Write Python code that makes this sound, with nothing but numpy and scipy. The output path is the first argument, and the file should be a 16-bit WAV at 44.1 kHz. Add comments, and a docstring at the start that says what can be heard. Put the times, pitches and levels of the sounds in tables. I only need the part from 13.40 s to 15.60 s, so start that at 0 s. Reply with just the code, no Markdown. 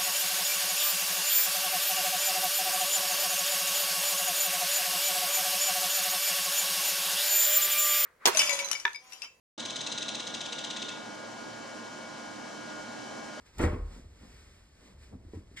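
"""A carpeted bedroom, a stereo microphone close to a metal bed frame with wooden slats.
First a heavy mattress flops down: its cover snaps and swishes, the slats clatter, the frame rings
and the load bounces deeply. Then the sheet rustles as the mattress is nudged into place, with
dull scuffs and soft knocks of the frame. Last, a hand rasps over the cover."""
import sys
import numpy as np
from scipy import signal
from scipy.fft import rfft, irfft
from scipy.io import wavfile

SR = 44100
rng = np.random.default_rng(int(sys.argv[2]) if len(sys.argv) > 2 else 0)


def master(y):
    """Save y as 16-bit WAV."""
    cut = np.clip(np.atleast_2d(y).T, -1, 1)
    pcm = np.round(cut * 32767)  # scale
    wavfile.write(sys.argv[1], SR, pcm.astype(np.int16))


N = 97020
T = np.arange(N) / SR
HZ = np.maximum(np.arange(N + 1) * SR / (2 * N), 1)

# The mattress hits the slats. Each row: start in seconds, relative level in dB, cut-off in Hz.
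BLOWS = [(.204, 1, 980), (.210, -4.5, 690), (.219, -5, 1190), (0.231, -5.5, 1010), (0.239, 0, 1620),
         (.264, -4, 890), (.287, -10, 700), (0.333, -6, 666), (0.361, -11.5, 572)]
# Tone of a blow. Each row: frequency in Hz, gain in dB.
BLOW_COLOUR = [(40, -1.5), (80, 25), (160, -0.5), (330, 9.5), (700, -0.5), (1300, -9), (2100, -1),
               (2900, -24), (5000, -30), (14000, -35)]
# Slats chattering under the mattress. Each row: time in seconds, level in dB.
CLATTER_LEVEL = [(.178, -70), (.194, -33.5), (.21, -30), (.224, -34), (.238, -30.5), (.27, -38),
                 (.312, -47), (.338, -45), (.375, -57.5), (.43, -75), (.5, -89)]
# Tone of the chatter. Each row: frequency in Hz, relative level in dB.
CLATTER_COLOUR = [(80, 9.5), (200, 8), (340, 5.5), (490, 3.5), (700, -2), (1000, 0.5), (1400, -1),
                  (1650, -7.5), (2100, -3), (2700, -9), (4000, -21), (12000, -37)]

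def landing(blow_db=7.5, ring_db=-35.5):
    """A quick run of heavy, padded blows rings the frame; the slats chatter, and again on the rebound."""
    force = sum(from_db(db) * push(start, cut_hz) for start, db, cut_hz in BLOWS)
    thud = from_db(blow_db) * colour(force, BLOW_COLOUR)
    chatter = envelope(CLATTER_LEVEL) * friction(CLATTER_COLOUR, per_s=1500, size_db=2.5, hiss=0.48)
    return bedroom(thud + chatter) + from_db(ring_db) * frame_ring(force)


# Modes of frame and slats. Each row: frequency in Hz, relative level in dB, t60 in seconds.
FRAME_MODES = [(203, -6.5, 0.34), (258.8, 0, 0.16), (351.2, -1, 0.23), (491.6, -1.5, 0.33),
               (600, -8.5, 0.39), (636.4, -9, 0.14), (794.3, -5, 0.19), (975, -2.5, 0.13),
               (1085, -13.5, 0.73), (1321, -7.5, 0.24), (1900, 4.5, 0.14), (2030, -20, 0.13)]

def frame_ring(force):
    """A force on the bed sets its modes ringing, each with a random sign."""
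    modes = sum(from_db(db) * rng.choice([-1, 1]) * swing(0, hz, t60) for hz, db, t60 in FRAME_MODES)
    return convolve(force, modes)


# Each row: start in seconds, frequency in Hz, level in dB, rise and t60 in seconds.
BOUNCES = [(0.22, 74.2, -21, 0.02, 0.12), (0.236, 40.5, -32.5, 0.055, 0.9),
           (0.386, 42.1, -33.5, 0.036, 0.38), (0.392, 76, -34.5, 0.051, 0.26),
           (0.646, 75.4, -43.5, 0.012, .18), (1.545, 74.3, -46, 0.0061, 0.36), (1.733, 83, -39, .012, 0.13),
           (1.858, 80, -44, 0.0097, 0.22), (1.949, 88, -34, 0.017, 0.14)]

def bounce():
    """The loaded frame swings deeply after the landing and the nudges."""
    return sum(from_db(db) * swing(start, hz, t60, rise) for start, hz, db, rise, t60 in BOUNCES)


# Each row: start in seconds, relative level in dB, cut-off in Hz, slat pitch in Hz.
KNOCKS = [(.563, -21.5, 1500, 275.6), (.595, -19, 235.8, 264), (0.834, -19.5, 240, 276),
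          (1.726, -27.5, 810, 740), (1.738, -18.5, 198, 290), (1.752, -9, 176, 257), (1.85, -23, 334, 290),
          (1.882, -18.5, 192, 350), (1.935, -15, 930, 400), (1.944, -16.5, 600, 442),
          (1.972, -11, 280, 301), (2.114, -24.5, 407, 391), (2.146, -23, 250, 298)]
# Tone of a knock. Each row: frequency in Hz, gain in dB.
KNOCK_COLOUR = [(50, -24.5), (110, 8.5), (220, 7), (320, 11), (600, -2), (1200, -11), (3000, -45),
                (12000, -31)]

def knocks(bump_db=4.5, ring_db=-39, slat_db=-22.5, slat_t60_s=0.072):
    """Mattress and hands press on the slats: dull bumps, each with its slat's short, hollow ring."""
    force, slats = 0, 0
    for start, db, cut_hz, slat_hz in KNOCKS:
        press = from_db(db) * push(start, cut_hz)
        force += press
        slats += from_db(slat_db) * convolve(press, swing(0, slat_hz, slat_t60_s))
    bumps = from_db(bump_db) * colour(force, KNOCK_COLOUR)
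    return bedroom(bumps) + slats + from_db(ring_db) * frame_ring(force)


# Each row: midpoint in seconds, peak level in dB, half length in seconds.
SCUFFS = [(0.526, -54, 0.017), (0.652, -59, .012), (0.577, -54, 0.014), (0.85, -57, 0.038),
          (1.476, -61, 0.07), (1.736, -51.5, 0.014)]
# Tone of a scuff. Each row: frequency in Hz, relative level in dB.
SCUFF_COLOUR = [(80, -13.5), (200, 10), (330, 0), (500, -2), (750, -6.5), (1300, -15), (2400, -39),
                (6000, -48)]

def scuffs():
    """The mattress slides over the slats in short, dull strokes."""
    strokes = sum(from_db(db) * np.exp(-.5 * ((T - middle) / half) ** 2) for middle, db, half in SCUFFS)
    return strokes * friction(SCUFF_COLOUR, per_s=1200, size_db=2, hiss=0.21)


# Tone of the snap. Each row: frequency in Hz, relative level in dB.
SNAP_COLOUR = [(2000, 3.5), (12000, -2), (14000, -26)]
# Course of the swish. 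Each row: time in seconds, level in dB.
SWISH_LEVEL = [(.178, -91), (.185, -48.5), (.2, -58), (.218, -47), (.246, -46.5), (.285, -62.5), (.4, -93)]
# Tone of the swish. Each row: frequency in Hz, relative level in dB.
SWISH_COLOUR = [(1500, -12.5), (4000, 2), (9000, 2.5), (12000, -14), (14000, -54)]

def cover(snap_s=.182, snap_db=-45, snap_t60_s=0.077):
    """The taut cover snaps at first contact and swishes as it lands."""
    decay = from_db(snap_db - 60 * np.maximum(T - snap_s, 0) / snap_t60_s)
    snap = (T > snap_s) * decay * wash(SNAP_COLOUR)
    swish = envelope(SWISH_LEVEL) * friction(SWISH_COLOUR, per_s=5000, size_db=2.5)
    return snap + swish


# Course of the rustle. Each row: time in seconds, level in dB.
SHEET_LEVEL = [(0, -66), (.045, -70), (.065, -59.5), (.12, -66.5), (.18, -58.5), (.3, -58.5), (.44, -67),
               (.555, -56.5), (.67, -68.5), (.85, -60.5), (.97, -59), (1.19, -64), (1.32, -68), (1.47, -60),
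               (1.57, -69), (1.635, -59.5), (1.79, -73.5), (1.91, -68), (1.95, -60.5), (2.04, -71.5),
               (2.16, -65)]
# Tone of the rustle. Each row: frequency in Hz, relative level in dB.
SHEET_COLOUR = [(100, -2), (300, 5.5), (700, -3), (2100, 2), (3200, -2.5), (5000, -2.5), (9000, -7),
                (11500, -14.5), (14000, -30.5)]

def sheet_rustle():
    """The sheet rubs in soft swells as the mattress moves."""
    return envelope(SHEET_LEVEL) * friction(SHEET_COLOUR, per_s=5000, size_db=2.5, hiss=1.68)


# Tone of the rasp. Each row: frequency in Hz, relative level in dB.
RASP_COLOUR = [(700, -31), (1500, -9), (2080, 6.5), (2550, -9.5), (3100, -0.5), (4000, -12), (8500, -13),
               (11500, -26), (14000, -39)]

def hand_rasp(start_s=2.161, rise_s=.012, db=-44):
    """A hand drags over the cover with a bright, grainy rub."""
    onset = np.clip((T - start_s) / rise_s, 0, 1)
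    return from_db(db) * onset * friction(RASP_COLOUR, per_s=2400, size_db=3.5)


# Course of the rumble. Each row: time in seconds, level in dB.
RUMBLE_LEVEL = [(0, -62), (.12, -68), (.18, -45.5), (.235, -41.5), (.6, -55), (.9, -54), (1.3, -61),
                (1.8, -53), (2.2, -57.5)]
# Tone of the rumble. Each row: frequency in Hz, relative level in dB.
RUMBLE_COLOUR = [(15, -50), (28, -28.5), (48, 3.5), (75, -2), (130, -12), (300, -21), (700, -28),
                 (3000, -66.5)]

def rumble():
    """The shifting load rumbles low in the bed."""
    return envelope(RUMBLE_LEVEL) * wash(RUMBLE_COLOUR)


# Decay of the carpeted room. Each row: band frequency in Hz, t60 in seconds.
ROOM_T60 = [(60, 0.17), (250, 0.38), (1000, 0.56), (2000, 0.41), (4000, 0.13), (12000, 0.1)]

def bedroom(direct, tail_db=-4, build_s=0.0028):
    """Close to the bed the direct sound leads; a diffuse tail follows and dies band by band."""
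    noise = rfft(spread(rng.standard_normal((2, N))), 2 * N)
    tail = 0
    for band_hz, t60 in ROOM_T60:
        band = at_hz([(hz, float(hz == band_hz)) for hz, _ in ROOM_T60])
        unit_energy = np.sqrt(2 * np.log(1000) / (t60 * SR))
        tail += irfft(noise * band)[:, :N] * from_db(-60 * T / t60) * unit_energy
    return direct + from_db(tail_db) * convolve(direct, tail * np.minimum(T / build_s, 1))


# Tone of the background. Each row: frequency in Hz, relative level in dB.
FLOOR_COLOUR = [(20, 5.5), (70, -9), (300, -9.5), (1000, -16), (3000, -22), (8000, -30.5), (14000, -46)]

def noise_floor(db=-70):
    """A faint, steady hush lies under everything."""
    return from_db(db) * wash(FLOOR_COLOUR)


# Stereo width at the microphone. Each row: frequency in Hz, side gain in dB.
WIDTH = [(50, -26), (300, -8.5), (850, -4), (1600, -13.5), (4200, -10.5), (6500, -23)]

def spread(pair):
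    """Two unrelated signals become a stereo field, narrow in the bass."""
    side = colour(pair[1], WIDTH)
    return np.array([pair[0] + side, pair[0] - side])


def push(start, cut_hz):
    """One padded contact: a rounded pulse of unit area, softer at a lower cut-off."""
    t = np.maximum(T - start, 0) * 2 * np.pi * cut_hz
    pulse = t * np.exp(-t)
    return pulse / (pulse.sum() + 1e-12)


def swing(start, hz, t60, rise=1 / SR):
    """A vibration that builds up, then falls 60 dB in t60 seconds."""
    t = np.maximum(T - start, 0)
    decay = from_db(-60 * np.maximum(t - rise, 0) / t60)
    return np.sin(2 * np.pi * hz * t) * np.minimum(t / rise, 1) * decay


def grains(per_s, size_db):
    """Random clicks of uneven size and sign."""
    sizes = from_db(size_db * np.minimum(rng.exponential(1, N), 4))
    return (rng.random(N) < per_s / SR) * sizes * rng.choice([-1, 1], N)


def friction(spectrum, per_s, size_db, hiss=1.0):
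    """Many tiny slips and contacts over a smooth hiss; rms 1."""
    slips = unit_rms(np.array([grains(per_s, size_db) for _ in range(2)]))
    pair = slips + hiss * rng.standard_normal((2, N))
    return unit_rms(colour(spread(pair), spectrum))


def wash(spectrum):
    """Smooth stereo noise; rms 1."""
    return unit_rms(colour(spread(rng.standard_normal((2, N))), spectrum))


def colour(x, spectrum):
    """Causal (minimum-phase) filter with the given spectrum."""
    cepstrum = irfft(np.log(from_db(at_hz(spectrum))))
    cepstrum[1:N] *= 2
    cepstrum[N + 1:] = 0
    return irfft(rfft(x, 2 * N) * np.exp(rfft(cepstrum)))[..., :N]


def convolve(x, response):
    """Pass x through an impulse response."""
    return irfft(rfft(x, 2 * N) * rfft(response, 2 * N))[..., :N]


def envelope(points):
    """Gain over time from (s, dB) points."""
    return from_db(np.interp(T, *np.transpose(points)))


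def at_hz(points):
    """Read a table on a log-frequency axis."""
    hz, values = np.transpose(points)
    return np.interp(np.log(HZ), np.log(hz), values)


def from_db(db):
    """Decibels to gain."""
    return 10 ** (np.asarray(db) / 20)


def unit_rms(x):
    """Scale to rms 1."""
    return x / np.sqrt(np.mean(x ** 2) + 1e-20)


def scene():
    """From the bedside: bed and cloth in front, rumble and hush beneath."""
    bed = landing() + bounce() + knocks() + scuffs()
    cloth = cover() + sheet_rustle() + hand_rasp()
    return bed + cloth + rumble() + noise_floor()


# The microphone's two ports. Each row: frequency in Hz, lead of the left port in radians.
PORT_PHASE = [(100, 0), (450, -.4), (700, -1.3), (1000, -.4), (1650, 0), (2700, 2.5), (5000, 1.1),
              (5950, 3.14), (8000, 6.28), (9750, 9.2), (10800, 9.6), (11800, 11.8), (13500, 13.2)]

def record(dry, cutoff_hz=13700):
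    """The two microphone ports hear the bed out of step; the top is cut steeply."""
    lag = np.interp(HZ, *np.transpose(PORT_PHASE))
    right = irfft(rfft(dry[1], 2 * N) * np.exp(-1j * lag))[:N]
    lowpass = signal.ellip(10, .2, 80, cutoff_hz, fs=SR, output="sos")
    return signal.sosfilt(lowpass, [dry[0], right])


dry = scene()
out = record(dry)
master(out)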